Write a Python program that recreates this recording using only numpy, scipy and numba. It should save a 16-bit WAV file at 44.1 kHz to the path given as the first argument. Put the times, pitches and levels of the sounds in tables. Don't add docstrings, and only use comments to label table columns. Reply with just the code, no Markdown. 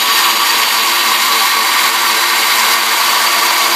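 import sys
import numpy as np
from scipy import signal
from scipy.fft import rfft, irfft
from scipy.io import wavfile
from scipy.ndimage import uniform_filter1d
from numba import njit

SR = 44100
rng = np.random.default_rng(int(sys.argv[2]) if len(sys.argv) > 2 else 0)


def transcribe(signal):
    frames = np.atleast_2d(signal).T
    limited = np.clip(frames, -1, 1)
    pcm = np.round(limited * 32767).astype(np.int16)
    wavfile.write(sys.argv[1], SR, pcm)


def to_linear_factor(level_db):
    exponent = np.asarray(level_db, float) / 20
    return 10 ** exponent


N = 165375


def unit(x):
    return x / np.sqrt(np.mean(x ** 2))


@njit
def svf(x, hz, width):
    y, band, low = np.empty(len(x)), 0., 0.
    for i in range(len(x)):
        g = np.tan(np.pi * hz[i] / SR)
        damping = width / hz[i]
        v = (band + g * (x[i] - low)) / (1 + g * (g + damping))
        band, low = 2 * v - band, low + 2 * g * v
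        y[i] = damping * v
    return y


def walk(rate):
    hold = int(SR / rate)
    held = rng.standard_normal(400)[np.arange(N) // hold % 400]
    return unit(uniform_filter1d(uniform_filter1d(held, hold), hold))


def quick(rate):
    w = walk(rate)
    return unit(w - uniform_filter1d(w, int(4 * SR / rate)))


def whine(turn, ripple, load, near):
    # multiple of shaft speed, level in dB, rise under load in dB,
    # ripple sidebands in dB, rise near the motor base in dB
    shaft_orders = [(1, -43.5, 3, -29, 0), (2, -39, 5, -6.5, -1), (3, -48, 5, 1.5, -2.5),
                    (4, -43.5, -0.5, 5, 0), (5, -26.5, 2, -12, 5), (6, -30, -2.5, -26, -1),
                    (7, -34, -1.5, -9, -6.5), (8, -35.5, -8.5, -12, 0), (9, -37, 0, -14.5, -3)]
    hum = to_linear_factor(-59.5) * np.sin(ripple)
    sum_tone = to_linear_factor(-38.5 + 3.0 * walk(8)) * np.sin(turn + ripple)
    out = hum + sum_tone
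    for order, db, load_db, side_db, near_db in shaft_orders:
        tone_phase, beat_phase = rng.uniform(0, 2 * np.pi, size=2)
        jitter = (.2 + .04 * order) * walk(30.02)
        tone = np.sin(order * turn + tone_phase + jitter)
        beat = 1 + 2 * to_linear_factor(side_db + 2.3 * quick(16)) * np.cos(ripple + beat_phase)
        flutter_db = min(1.0 + .5 * order, 2.9) * quick(18)
        out = out + to_linear_factor(db + load_db * load + near_db * near + flutter_db) * tone * beat
    return np.sqrt(2) * out


def spray(gate):
    size_db = 0.5 * rng.exponential(size=N)
    return unit(rng.standard_normal(N) * to_linear_factor(size_db)) * gate


def rush(gate, churn_db):
    # frequency in Hz, spectral density in dB per Hz
    spectrum = np.array([(60, -71), (230, -20), (650, -18.5), (980, -4.5), (1300, -8), (4900, -11),
                         (5300, -14.5), (15000, -22)])
    patch_db, flicker_db = 0, 1.0
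    hz = np.maximum(np.arange(N // 2 + 1) * SR / N, 1)
    shape_db = np.interp(np.log(hz), np.log(spectrum[:, 0]), spectrum[:, 1])
    spec = rfft(spray(gate)) * to_linear_factor(shape_db)
    place = np.clip(np.log2(hz / 60) * 2, 0, 17)
    out, patch = 0, quick(40)
    for k in range(18):
        patch = unit(patch + .5 * quick(39.77))
        share = np.clip(1 - abs(place - k), 0, 1)
        slosh_db = min(k / 16.7, 1) * churn_db
        level_db = slosh_db + patch_db * patch + flicker_db * quick(29.86)
        out = out + irfft(spec * share, N) * to_linear_factor(level_db)
    return unit(out)


def body(gate, churn_db):
    # frequency in Hz, width in Hz, level in dB, change as the phone lifts in dB,
    # change as it swings round in dB
    modes = [(691, 120, -18.5, -5, 7), (2980, 1100, -14.5, -2, -4), (993, 163, -2, 0.5, -0.5),
             (1144, 67, 0, -0.5, 1.5), (1478, 245, -9, 3.5, 2.5), (1849, 61, -2, 0.5, 0),
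             (2180, 216, -4.5, 1, 1.5), (3960, 140, -5, 1, -2), (4580, 135, -3.5, -1, 0),
             (5960, 320, -18.5, -1, 3.5), (6767, 220, -14.5, -5.5, -1), (7340, 190, -15, 5.5, 0),
             (11400, 200, -15, -3, -1), (13060, 2800, -20, 0, -0.5)]
    # time in seconds, lift of the phone up the jar from -1 to 1
    lift_path = [
        (0, -0.94),
        (.8, -0.3),
        (1.6, 0.68),
        (2.25, 0.9),
        (2.8, -0.11),
        (3.75, -0.87),
    ]
    t, out = np.arange(N) / SR, 0
    lift = np.interp(t, *np.array(lift_path).T)
    swing = np.tanh((t - 1.7) / 1.1)
    for hz, width, db, lift_db, swing_db in modes:
        centre = hz * (1 + 0.008 * walk(3.42))
        ring = unit(svf(svf(spray(gate), centre, 1.17 * width), centre, 1.17 * width))
        phone_db = lift_db * lift + swing_db * swing
        flicker_db = .5 * walk(2.73) + 1.0 * quick(45)
        out = out + ring * np.sqrt(width) * to_linear_factor(db + 0.8 * churn_db + phone_db + flicker_db)
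    return unit(out)


def jar_wall(x, near):
    # frequency in Hz, width in Hz, depth from 0 to 1
    cancellations = [(487, 13, 0.2), (1314, 105, 0.47), (1426, 67, 0.46), (1735, 180, 0.27),
                     (5260, 210, 0.28), (6170, 220, 0.6), (7570, 220, 0.17), (9900, 900, 0.17),
                     (14900, 900, .3)]
    for hz, width, depth in cancellations:
        strength = np.clip(depth * (1 + 0.21 * walk(1.84)), 0, 1)
        centre = hz * (1 + 0.0045 * near + 0.0017 * walk(1.1))
        x = x - strength * svf(x, centre, 1. * width)
    return x


def dropouts(x):
    treble_bands = [5300, 6150, 7800, 9400, 13700, 14200, 14500, 14750, 14950]
    for hz in treble_bands:
        bias = -.8 + (hz > 14000) * .7
        gone = np.clip(3 * (walk(14) + bias), 0, 1)
        centre = hz * (1 + .01 * walk(2))
        for _ in range(2):
            x = x - gone * svf(x, centre, 170 * hz / 14000)
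    return x


def scene():
    # time in seconds, churn level in dB
    churn = np.array([(0.0, -14.5), (0.03, -13), (0.06, -15), (0.19, -10.5), (0.4, -15), (0.48, -12.5),
                      (0.79, -14), (1.49, -12), (1.57, -15.5), (1.88, -11), (1.91, -16), (2.08, -12.5),
                      (2.23, -14), (2.74, -10.5), (2.76, -15), (3.02, -12.5), (3.71, -13), (3.75, -12)])
    # time in seconds, nearness of the phone to the motor base from -1 to 1
    height = [
        (0, 0.54),
        (.6, 0.56),
        (1.7, 0.86),
        (2.2, -0.26),
        (2.6, -0.74),
        (3.2, 0.32),
        (3.75, -0.6),
    ]
    shaft_hz, surge_hz, surge_depth_hz, ripple_hz = 227.7, 3.9, 3.69, 120
    slowest_s = 0.0804
    rush_db, body_db = -13.5, -15
    t = np.arange(N) / SR
    load = np.cos(2 * np.pi * surge_hz * (t - slowest_s))
    speed_hz = shaft_hz - surge_depth_hz * load + 0.6064 * walk(6.5)
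    turn = 2 * np.pi * np.cumsum(speed_hz) / SR
    ripple = 2 * np.pi * ripple_hz * t
    churn_db = np.interp(t, churn[:, 0], churn[:, 1] - churn[:, 1].mean()) + 0.5 * quick(60)
    near = np.interp(t, *np.array(height).T)
    rasp = to_linear_factor(0.5 * quick(160))
    gate = (1 + 0.098 * np.cos(ripple)) * (1 + 0.073 * np.cos(turn)) * rasp
    mono = whine(turn, ripple, load, near)
    mono = mono + to_linear_factor(rush_db) * rush(gate, churn_db)
    mono = mono + to_linear_factor(body_db) * body(gate, churn_db)
    mono = jar_wall(mono, near)
    return np.array([mono, mono])


def band_limit(x):
    return signal.sosfilt(signal.butter(12, 15280, fs=SR, output="sos"), x)


def record(dry):
    soft = dropouts(np.tanh(.75 * dry[0]) / .75)
    bass_cut = signal.butter(2, 137, "high", fs=SR, output="sos")
    top_cut = signal.ellip(10, .2, 90, 15300, fs=SR, output="sos")
    cut = signal.sosfilt(top_cut, signal.sosfilt(bass_cut, soft))
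    return band_limit(np.clip([cut, cut], -1, 1))


dry = scene()
out = record(dry)
transcribe(out)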